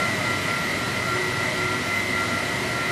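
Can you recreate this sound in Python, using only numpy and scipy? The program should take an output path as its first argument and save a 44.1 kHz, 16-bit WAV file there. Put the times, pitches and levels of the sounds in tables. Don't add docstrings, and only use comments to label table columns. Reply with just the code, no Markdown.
import sys
import numpy as np
from scipy import signal
from scipy.fft import rfft, irfft
from scipy.io import wavfile
from scipy.ndimage import uniform_filter1d, map_coordinates

SR = 44100
rng = np.random.default_rng(int(sys.argv[2]) if len(sys.argv) > 2 else 0)


def voltage_ratio(level):
    return 10 ** (np.asarray(level, float) / 20)


def master_out(mix):
    frames = np.transpose(np.atleast_2d(mix))
    ceiling = np.clip(frames, -1, 1)
    pcm = np.round(ceiling * 32767).astype(np.int16)
    wavfile.write(sys.argv[1], SR, pcm)


N = 128331

# [t/s, level/dB]
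ROAR_LEVEL = [
    (0.0, -30.5),
    (0.01, -34.5),
    (0.32, -35),
    (2.9, -35.5),
    (2.91, -35),
]
# [f/Hz, level/dB]
RUMBLE_SPECTRUM = [(15, -57), (25, -32), (50, -13.5), (100, -3), (140, -0.5), (280, -2), (400, -4.5),
                   (500, -13)]
# [f/Hz, level/dB]
DUCT_SPECTRUM = [(400, -23), (470, -6.5), (620, 0.5), (705, -1.5), (800, -9), (890, -2.5), (1500, -8),
                 (1800, -13)]
# [f/Hz, level/dB]
CASING_SPECTRUM = [(1400, 0), (1680, -1.5), (2050, 0.5), (2400, -0.5), (2700, -6), (2900, -16)]
# [f/Hz, level/dB]
SPRAY_SPECTRUM = [(1530, -58), (2600, -2.5), (3090, 0.5), (3380, -3.5), (4040, -2.5), (4230, -3),
                  (6370, -9.5), (8390, -11.5), (12000, -17), (15600, -60), (22000, -120)]
# [f/Hz, level/dB]
MIST_SPECTRUM = [(11500, -24), (12000, 4), (12800, -3), (13600, -5), (13900, -1), (14200, -3)]
SWITCH_HZ = [1997.0, 1998.2, 1999.2, 2001.3, 2002.3, 2003.4]
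SIDEBAND_ORDERS = [-15, -11, -9, -7, -5, -3, -1, 1, 3, 5, 7, 9, 11, 13, 15, 17, 19, 23, 31, 35]
SIDEBAND_DB = [-52, -55, -45, -59, -44, -36, -44.5, -40.5, -35, -43, -48, -44.5, -50.5, -54, -54, -53, -55,
               -49.5, -55, -56]
DOUBLE_ORDERS = [-2, 0, 2]
DOUBLE_DB = [-51, -54.5, -59]
SLOT_HZ = [1366.42, 1368.12, 1369.11, 1372.87, 1374.6, 1376.39]
SLOT_DB = [-46.5, -46.5, -41.5, -38, -43, -44]
SLOT_SIDE_HZ = [-197, -100, 22, 100]
SLOT_SIDE_DB = [-21, -10, -19, -27]
VANE_HZ = [364.9, 367.1]
# [t/s, level/dB]
VANE_LEVEL = [
    (0, -48),
    (1.05, -48),
    (1.18, -38),
    (1.4, -41),
    (1.7, -37),
    (2.4, -44),
    (2.91, -39),
]
HUM_HZ = [100, 121.6, 122.4, 142, 198, 249, 294.2, 300.8, 403, 498.4]
HUM_DB = [-44, -47, -47, -56.5, -50.5, -49, -53, -48, -53.5, -55.5]
PIPE_HZ = [598, 624, 652, 678, 703, 883]
PIPE_DB = [-53, -50, -53, -54, -52, -57]
# [f/Hz, threshold/sigma]
GAP_THRESHOLD = [(4500, -2.6), (6000, -2), (12000, -1.9), (12500, -.2), (13000, .7), (13500, 1.6),
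                 (13700, .7), (13850, -1.1)]
# [t/s, low f/Hz, high f/Hz, level/dB]
FLECKS = [
    (.252, 4130, 5160, -46),
    (1.155, 5650, 7560, -48),
    (1.365, 4600, 5660, -47),
    (2.09, 5700, 6840, -51),
]


def unit(x):
    return x / np.sqrt(np.mean(x ** 2) + 1e-20)


def curve(rows):
    return np.interp(np.arange(N) / SR, *np.transpose(rows))


def wobble(rate_hz, count=1):
    knots = rng.standard_normal((count, 60))
    at = np.arange(0, N, 32) * rate_hz / SR
    curves = [map_coordinates(k, [at], mode="mirror").astype("f4") for k in knots]
    return np.repeat(curves, 32, axis=1)[:, :N]


def tones(hz, db, fade_db, fade_hz, in_step_s=None):
    hz = np.ravel(hz)[:, None]
    db = np.ravel(db)[:, None].astype("f4")
    start = rng.random(hz.shape) if in_step_s is None else -hz * in_step_s
    turns = (hz * np.arange(N) / SR + start) % 1
    gain = voltage_ratio(db + fade_db * wobble(fade_hz, count=len(hz)))
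    return np.sqrt(2) * (gain * np.sin(2 * np.pi * turns.astype("f4"))).sum(0)


def rush(spectrum, patchy_db):
    _, _, z = signal.stft(rng.standard_normal(N), SR, nperseg=512)
    field = uniform_filter1d(rng.standard_normal(z.shape), size=5, axis=0)
    field = uniform_filter1d(field, size=10, axis=1)
    x = signal.istft(z * voltage_ratio(patchy_db * unit(field)), SR, nperseg=512)[1][:N]
    f, db = np.transpose(spectrum)
    bins_hz = np.fft.rfftfreq(len(x), 1 / SR)
    shape_db = np.interp(np.log(bins_hz + 1), np.log(f + 1), db, -120, -120)
    return unit(irfft(rfft(x) * voltage_ratio(shape_db), len(x)))


def roar():
    layers = voltage_ratio(2) * rush(RUMBLE_SPECTRUM, patchy_db=0.95)
    layers += voltage_ratio(1.5) * rush(DUCT_SPECTRUM, patchy_db=0.36)
    layers += voltage_ratio(-1.5) * rush(CASING_SPECTRUM, patchy_db=-0.2)
    layers += voltage_ratio(0.5) * rush(SPRAY_SPECTRUM, patchy_db=0.62)
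    layers += voltage_ratio(-21 + 1.5 * wobble(5.5)[0]) * rush(MIST_SPECTRUM, patchy_db=6.0)
    return voltage_ratio(curve(ROAR_LEVEL) + 0.24 * wobble(7.76)[0]) * layers


def drives():
    feed_hz = 17.95
    share_db = -10 * np.log10(len(SWITCH_HZ))
    out = 0
    for switch_hz in SWITCH_HZ:
        sideband_hz = switch_hz + feed_hz * np.array(SIDEBAND_ORDERS)
        double_hz = 2 * switch_hz + feed_hz * np.array(DOUBLE_ORDERS)
        out = out + tones(sideband_hz, np.add(SIDEBAND_DB, share_db), fade_db=3, fade_hz=1.5)
        out = out + tones(double_hz, np.add(DOUBLE_DB, share_db), fade_db=3, fade_hz=1.5)
    return out


def motors():
    side_hz = np.add.outer(SLOT_HZ, SLOT_SIDE_HZ)
    side_db = np.add.outer(SLOT_DB, SLOT_SIDE_DB)
    sides = tones(side_hz, side_db, fade_db=2.4, fade_hz=1.3)
    return sides + tones(SLOT_HZ, SLOT_DB, fade_db=1.1, fade_hz=1.2, in_step_s=1.116)


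def pumps():
    return voltage_ratio(curve(VANE_LEVEL)) * tones(VANE_HZ, [0, -7], fade_db=1.5, fade_hz=5, in_step_s=1.68)


def hums_and_pipes():
    hums = tones(HUM_HZ, HUM_DB, fade_db=4.0, fade_hz=3.06)
    return hums + tones(PIPE_HZ, PIPE_DB, fade_db=6, fade_hz=3.97)


def scene():
    return np.tile(roar() + drives() + motors() + pumps() + hums_and_pipes(), (2, 1))


def ragged_treble(x, size=1024, count=8):
    full_until_s, full_sigma = 0.55, 0.7
    faint_share, faint_above_hz = 0.45, 4500
    n = np.arange(2 * size)
    window = np.sin(np.pi * (n + 0.5) / (2 * size))
    basis = np.cos(np.pi / size * np.outer(np.arange(size) + 0.5, n + 0.5 + size / 2)) * window
    frames = N // size + 2
    lines = np.pad(x, (size, 2 * size))[np.arange(frames)[:, None] * size + n] @ basis.T

    chance = uniform_filter1d(rng.standard_normal((frames, size // count)), size=2, axis=1)
    spells = unit(uniform_filter1d(rng.standard_normal((frames, 1)), size=3, axis=0))
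    chance = 0.9 * unit(chance + 0.4 * np.roll(chance, 1, axis=0)) + 0.3 * spells
    chance = chance + full_sigma * (np.arange(frames)[:, None] < full_until_s * SR / size)
    cell_hz = (np.arange(size // count) + 0.5) * count * SR / (2 * size)
    kept = chance > np.interp(cell_hz, *np.transpose(GAP_THRESHOLD), left=-9)

    faint = abs(lines) < faint_share * uniform_filter1d(abs(lines), size=32, axis=1)
    treble = np.arange(size) > faint_above_hz * 2 * size / SR
    lines = np.where(faint & treble, 0, lines)
    halves = (lines * np.repeat(kept, count, axis=1)) @ basis * 2 / size
    return (halves[1:, :size] + halves[:-1, size:]).ravel()[:N]


def side_flecks():
    out, n = np.zeros(N), round(0.046 * SR)
    hz = np.fft.rfftfreq(n, 1 / SR)
    swell = np.sin(np.pi * np.arange(n) / n)
    for t, low_hz, high_hz, db in FLECKS:
        band = irfft(rfft(rng.standard_normal(n)) * (hz > low_hz) * (hz < high_hz), n)
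        out[round(t * SR) - n // 2:][:n] += voltage_ratio(db) * unit(band) * swell
    return out


def top_cut(x):
    return signal.sosfilt(signal.butter(12, 14120, fs=SR, output="sos"), x)


def record(dry):
    mix = ragged_treble(dry[0]) + np.outer([1, -1], side_flecks())
    return top_cut(mix)


dry = scene()
out = record(dry)
master_out(out)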